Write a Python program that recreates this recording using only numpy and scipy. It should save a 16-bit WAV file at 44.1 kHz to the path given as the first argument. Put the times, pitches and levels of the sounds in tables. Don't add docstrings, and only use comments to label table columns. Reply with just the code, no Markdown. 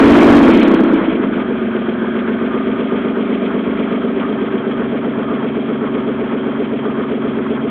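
import sys
import numpy as np
from scipy.fft import rfft, irfft, next_fast_len
from scipy.io import wavfile
from scipy.ndimage import uniform_filter1d, map_coordinates

SR = 44100
rng = np.random.default_rng(int(sys.argv[2]) if len(sys.argv) > 2 else 0)


def digitize_waveform(pressure):
    field = np.atleast_2d(pressure).T
    bounded = np.clip(field, -1, 1)
    quanta = np.round(bounded * 32767).astype(np.int16)
    wavfile.write(sys.argv[1], SR, quanta)


N = 339570

# (time [s], speed [cycles/s])
ENGINE_SPEED = [(0, 15.069), (0.2, 16.508), (0.41, 15.81), (0.53, 13.436), (0.72, 11.069), (1, 9.257),
                (1.35, 7.969), (1.65, 7.5), (1.98, 7.445), (2.65, 7.883), (3.35, 8.114), (4.3, 7.963),
                (5.5, 7.785), (5.95, 7.784), (6.4, 7.721), (7.7, 7.605)]
# (time [s], position [0-2])
MIC_POSITION = [(1.02, 0.28), (1.6, 1.23), (3.9, 1.03), (4.8, 1.85), (6.3, 1.88)]
ENGINE_ORDERS = {15: (-18, -42.5, -50.5, -51.5), 18: (-15.5, -42, -45, -34.5), 21: (-35.5, -33, -46, -43),
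                 30: (-35.5, -30.5, -29.5, -39), 36: (-23, -33, -27.5, -28.5), 49: (-37, -39, -30.5, -29.5)}
# (place in cycle [0-1], at the manifold [dB], over the bay [dB], by the wing [dB])
CYLINDER_FIRINGS = [(0, -3, -4.5, 4), (0.176, -15.5, -6, -20), (0.334, -0.5, -6, 3.5),
                    (0.51, -7, -9, -13.5), (0.666, 0, -10.5, -2), (0.837, -5.5, -13.5, 0)]
# (place in cycle [0-1], block rattle [dB], clatter [dB], valves [dB])
CAM_SWING = [(0, 1.5, 2.5, 3), (.1, -4, 3.5, -2.5), (0.201, 2, -1.5, 3), (0.302, -10, 4, 3.5),
             (0.418, 0.5, 1.5, 0.5), (0.578, -8, 1.5, -1.5), (.72, -3.5, 3.5, 1), (.85, -2, 4, 1.5)]
# (frequency [Hz], level [dB])
MANIFOLD_RESONANCE = [(100, -26), (175, -32), (205, -15.5), (245, -1), (285, -0.5), (325, 5.5),
                      (375, -12.5), (470, -14), (700, -42)]
BAY_RESONANCE = [(100, -50), (165, -27), (195, 9), (240, 5), (288, 9.5), (325, -13.5), (400, -10.5),
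                 (470, -33.5), (700, -58)]
WING_RESONANCE = [(100, -57.5), (175, -19.5), (208, 6.5), (232, 3), (283, 3), (325, -11), (390, -10.5),
                  (480, -34.5), (700, -57.5)]
# (frequency [Hz], level [dB])
BLOCK_SPECTRUM = [(100, -27.5), (220, 0), (330, 1.5), (400, 3.5), (480, -2), (550, -6), (670, -4.5),
                  (760, -17), (1000, -22.5), (2000, -56)]
COVER_SPECTRUM = [(400, -28), (780, -0.5), (900, 3), (1020, 1), (1120, 6), (1180, -1.5), (1300, 4),
                  (1600, -1), (1900, -6.5), (2400, -17.5), (4000, -63)]
VALVE_SPECTRUM = [(1000, -14), (1900, 2), (2270, 6), (2850, -2), (3150, 0.5), (3450, -4), (3700, -14.5),
                  (4100, -24.5), (4400, -38), (4700, -102.5)]
RUMBLE_SPECTRUM = [(20, -27), (40, -14.5), (65, 6.5), (110, 5.5), (200, 10.5), (400, -7.5), (900, -22.5),
                   (4000, -81)]
# (time [s], level [dB])
BELT_SWISH = [(1.1, -40), (2.3, -36), (2.9, -43), (4.3, -45), (7.7, -56)]
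PART_LOUDNESS = { "drone": (-14.5, -20, -23, 6.5), "intake": (-29, -30, -28.5, 8.5),
                 "block": (-19.5, -23, -23, 12), "clatter": (-29, -32.5, -31.5, 12.5),
                 "valves": (-37, -37, -39.5, 13), "zing": (-46.5, -48, -48.5, 6),
                 "ring": (-45.5, -37, -43, 5), }

FIRING_S = 4.052
IDLE_RATE = 7.8
SHUT_S, CLOSE_S = .46, .12
OVERRUN_STUMBLE, IDLE_STUMBLE, SETTLE_S = 0.96, 0.061, 0.88
SURGE_S, SURGE_DRONE_DB, SURGE_VALVES_DB = 0.2, 4, 7
WAVER_RAD, WAVER_RATE = 0.2, 6
WING_LEAD = .045
MIC_HZ, TOP_HZ = 4300, 15830
CLIP_LEVEL = .715


def amp(db):
    return 10 ** (np.asarray(db) / 20)


def unit(x):
    return x / np.sqrt(np.mean(x ** 2) + 1e-20)


def steady(x):
    power = uniform_filter1d(uniform_filter1d(x * x, SR // 2), SR // 4)
    return x / np.sqrt(np.abs(power) + 1e-20)


def curves(rows):
    s, *columns = np.transpose(rows)
    return [np.interp(np.arange(N) / SR, s, column) for column in columns]


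def noise():
    return rng.standard_normal(N)


def wobble(rate):
    knots = rng.standard_normal(int(N * rate / SR) + 4)
    return map_coordinates(knots, [np.arange(N) * rate / SR])


def filtered(x, response):
    m = next_fast_len(N + SR // 2)
    return irfft(rfft(x, m) * response(np.fft.rfftfreq(m, 1 / SR)), m)[:N]


def coloured(x, points):
    hz, db = np.transpose(points)
    return filtered(x, lambda f: amp(np.interp(np.log(f + 1), np.log(hz), db)))


def cycles():
    turned = np.cumsum(curves(ENGINE_SPEED)[0]) / SR
    return turned - turned[round(FIRING_S * SR)]


def octaves():
    return np.log2(curves(ENGINE_SPEED)[0] / IDLE_RATE)


def throttle():
    return np.clip(1 - (np.arange(N) / SR - SHUT_S) / CLOSE_S, 0, 1)


def overrun(fade_s):
    since = np.maximum(np.arange(N) / SR - SHUT_S - CLOSE_S, 0)
    return (1 - throttle()) * np.exp(-since / fade_s)


def stumble():
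    return IDLE_STUMBLE + OVERRUN_STUMBLE * overrun(SETTLE_S)


def by_place(values):
    return np.interp(curves(MIC_POSITION)[0], np.arange(len(values)), values)


def nearness(k):
    return np.maximum(1 - np.abs(curves(MIC_POSITION)[0] - k), 0)


def level(part):
    *place_db, rise_db = PART_LOUDNESS[part]
    return by_place(place_db) + rise_db * octaves()


def low_rumble():
    return amp(-37.5) * unit(coloured(noise(), RUMBLE_SPECTRUM))


def panel(hz, width_hz):
    def response(f):
        damping = 1j * f * width_hz
        return (damping / (hz * hz - f * f + damping)) ** 2
    return unit(filtered(noise(), response))


def sheet_metal_ring():
    return amp(level("ring") + 3.4 * wobble(15)) * panel(1222, width_hz=77)


def belt_swish(clatter_swing):
    swish_db = curves(BELT_SWISH)[0] + clatter_swing + 0.49 * wobble(49)
    return amp(swish_db) * panel(1516, width_hz=360)


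def valve_zing(valve_swing):
    return amp(level("zing") + valve_swing + 2.5 * wobble(22)) * panel(3218, width_hz=230)


def machinery(angle, swing_db, spectrum, repeat, size=4096):
    locked = np.zeros(N)
    for k in range(3):
        random_phases = np.exp(2j * np.pi * rng.random(size // 2 + 1))
        pattern = unit(irfft(random_phases))
        turning = np.interp(angle, np.arange(size) / size, pattern, period=1)
        locked += np.sqrt(nearness(k)) * turning
    impacts = np.sqrt(repeat) * locked + np.sqrt(1 - repeat) * noise()
    return steady(coloured(impacts * amp(swing_db), spectrum))


def tappets(angle, depth_db, count=12):
    seat = np.floor(angle * count).astype(int)
    force = rng.exponential(1, seat.max() - seat.min() + 1)[seat - seat.min()]
    return depth_db * np.sqrt(force) * np.exp(-(angle * count % 1))


def valve_ticks(angle, valve_swing):
    shake_db = (1.1 + 1.6 * stumble()) * wobble(35) + SURGE_VALVES_DB * overrun(SURGE_S)
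    swing_db = valve_swing + tappets(angle, depth_db=3.0) + shake_db
    return amp(level("valves")) * machinery(angle, swing_db, VALVE_SPECTRUM, repeat=0.1)


def cover_clatter(angle, clatter_swing):
    swing_db = clatter_swing + tappets(angle, depth_db=5.0) + 2.1 * wobble(25)
    return amp(level("clatter")) * machinery(angle, swing_db, COVER_SPECTRUM, repeat=.42)


def block_rattle(angle, block_swing):
    return amp(level("block")) * machinery(angle, block_swing, BLOCK_SPECTRUM, repeat=0.6)


def intake_gulp(angle, centre, length, pitch_hz, rise_hz):
    offset = (angle - centre + .5) % 1 - .5
    t = offset / curves(ENGINE_SPEED)[0]
    swell = np.exp(-.5 * (offset / length) ** 2)
    wub = np.sin(2 * np.pi * t * (pitch_hz + .5 * rise_hz * offset / length))
    return amp(level("intake")) * unit(swell * wub)


def order_hum(angle):
    stagger = 24
    opening, tones = throttle(), np.zeros(N)
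    for order, (open_db, *shut_db) in ENGINE_ORDERS.items():
        db = opening * open_db + (1 - opening) * by_place(shut_db)
        phase = 2 * np.pi * (order * angle + order ** 2 / stagger)
        tones += amp(db) * unit(np.sin(phase + WAVER_RAD * wobble(WAVER_RATE)))
    return tones


def firings(angle, scatter_db, jitter_s, echo_s, echo, lag_s):
    table = np.array(CYLINDER_FIRINGS)
    due = np.arange(np.floor(angle[0]), angle[-1])[:, None] + table[:, 0]
    at = np.interp(due, angle, np.arange(N), left=-SR, right=2 * N)
    uneven = np.interp(at, np.arange(N), stumble())
    at = at + SR * (uneven * jitter_s * rng.standard_normal(due.shape) - echo_s / 2)
    strength = amp(uneven * scatter_db * rng.standard_normal(due.shape))
    heard = (at >= 0) & (at < N)
    drone = np.zeros(N)
    for k, resonance in enumerate([MANIFOLD_RESONANCE, BAY_RESONANCE, WING_RESONANCE]):
        weights = strength * amp(table[:, k + 1])
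        pulses = np.bincount(at[heard].astype(int), weights[heard], N)
        drone += nearness(k) * unit(coloured(pulses, resonance))
    main_hz = 240
    drone = filtered(drone, lambda hz: np.exp(1j * np.pi * lag_s * (hz - main_hz) ** 2 / main_hz))
    reflection = filtered(drone, lambda hz: np.exp(-2j * np.pi * hz * echo_s))
    return steady(drone + echo * by_place([0, 1, 1]) * reflection)


def firing_drone(angle):
    thumps = firings(angle, scatter_db=4.0, jitter_s=0.00051, echo_s=0.00853, echo=0.89, lag_s=.02)
    return amp(level("drone") + SURGE_DRONE_DB * overrun(SURGE_S)) * thumps


def scene():
    angle = cycles()
    early = angle + by_place([0, 0, WING_LEAD])
    spot, *swings = np.transpose(CAM_SWING)
    block_swing, clatter_swing, valve_swing = [np.interp(angle, spot, s, period=1) for s in swings]
    mix = low_rumble() + sheet_metal_ring()
    mix += belt_swish(clatter_swing) + valve_zing(valve_swing)
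    mix += valve_ticks(angle, valve_swing)
    mix += cover_clatter(angle, clatter_swing)
    mix += block_rattle(angle, block_swing)
    mix += intake_gulp(early, centre=0.0489, length=.095, pitch_hz=413.2, rise_hz=65)
    mix += order_hum(angle)
    mix += firing_drone(early)
    return mix[None]


def record(dry):
    narrow = filtered(dry[0], lambda hz: 1 / (1 + (hz / MIC_HZ) ** 60))
    clipped = np.clip(narrow, -CLIP_LEVEL, CLIP_LEVEL)
    return filtered(clipped, lambda hz: hz < TOP_HZ)[None]


dry = scene()
out = record(dry)
digitize_waveform(out)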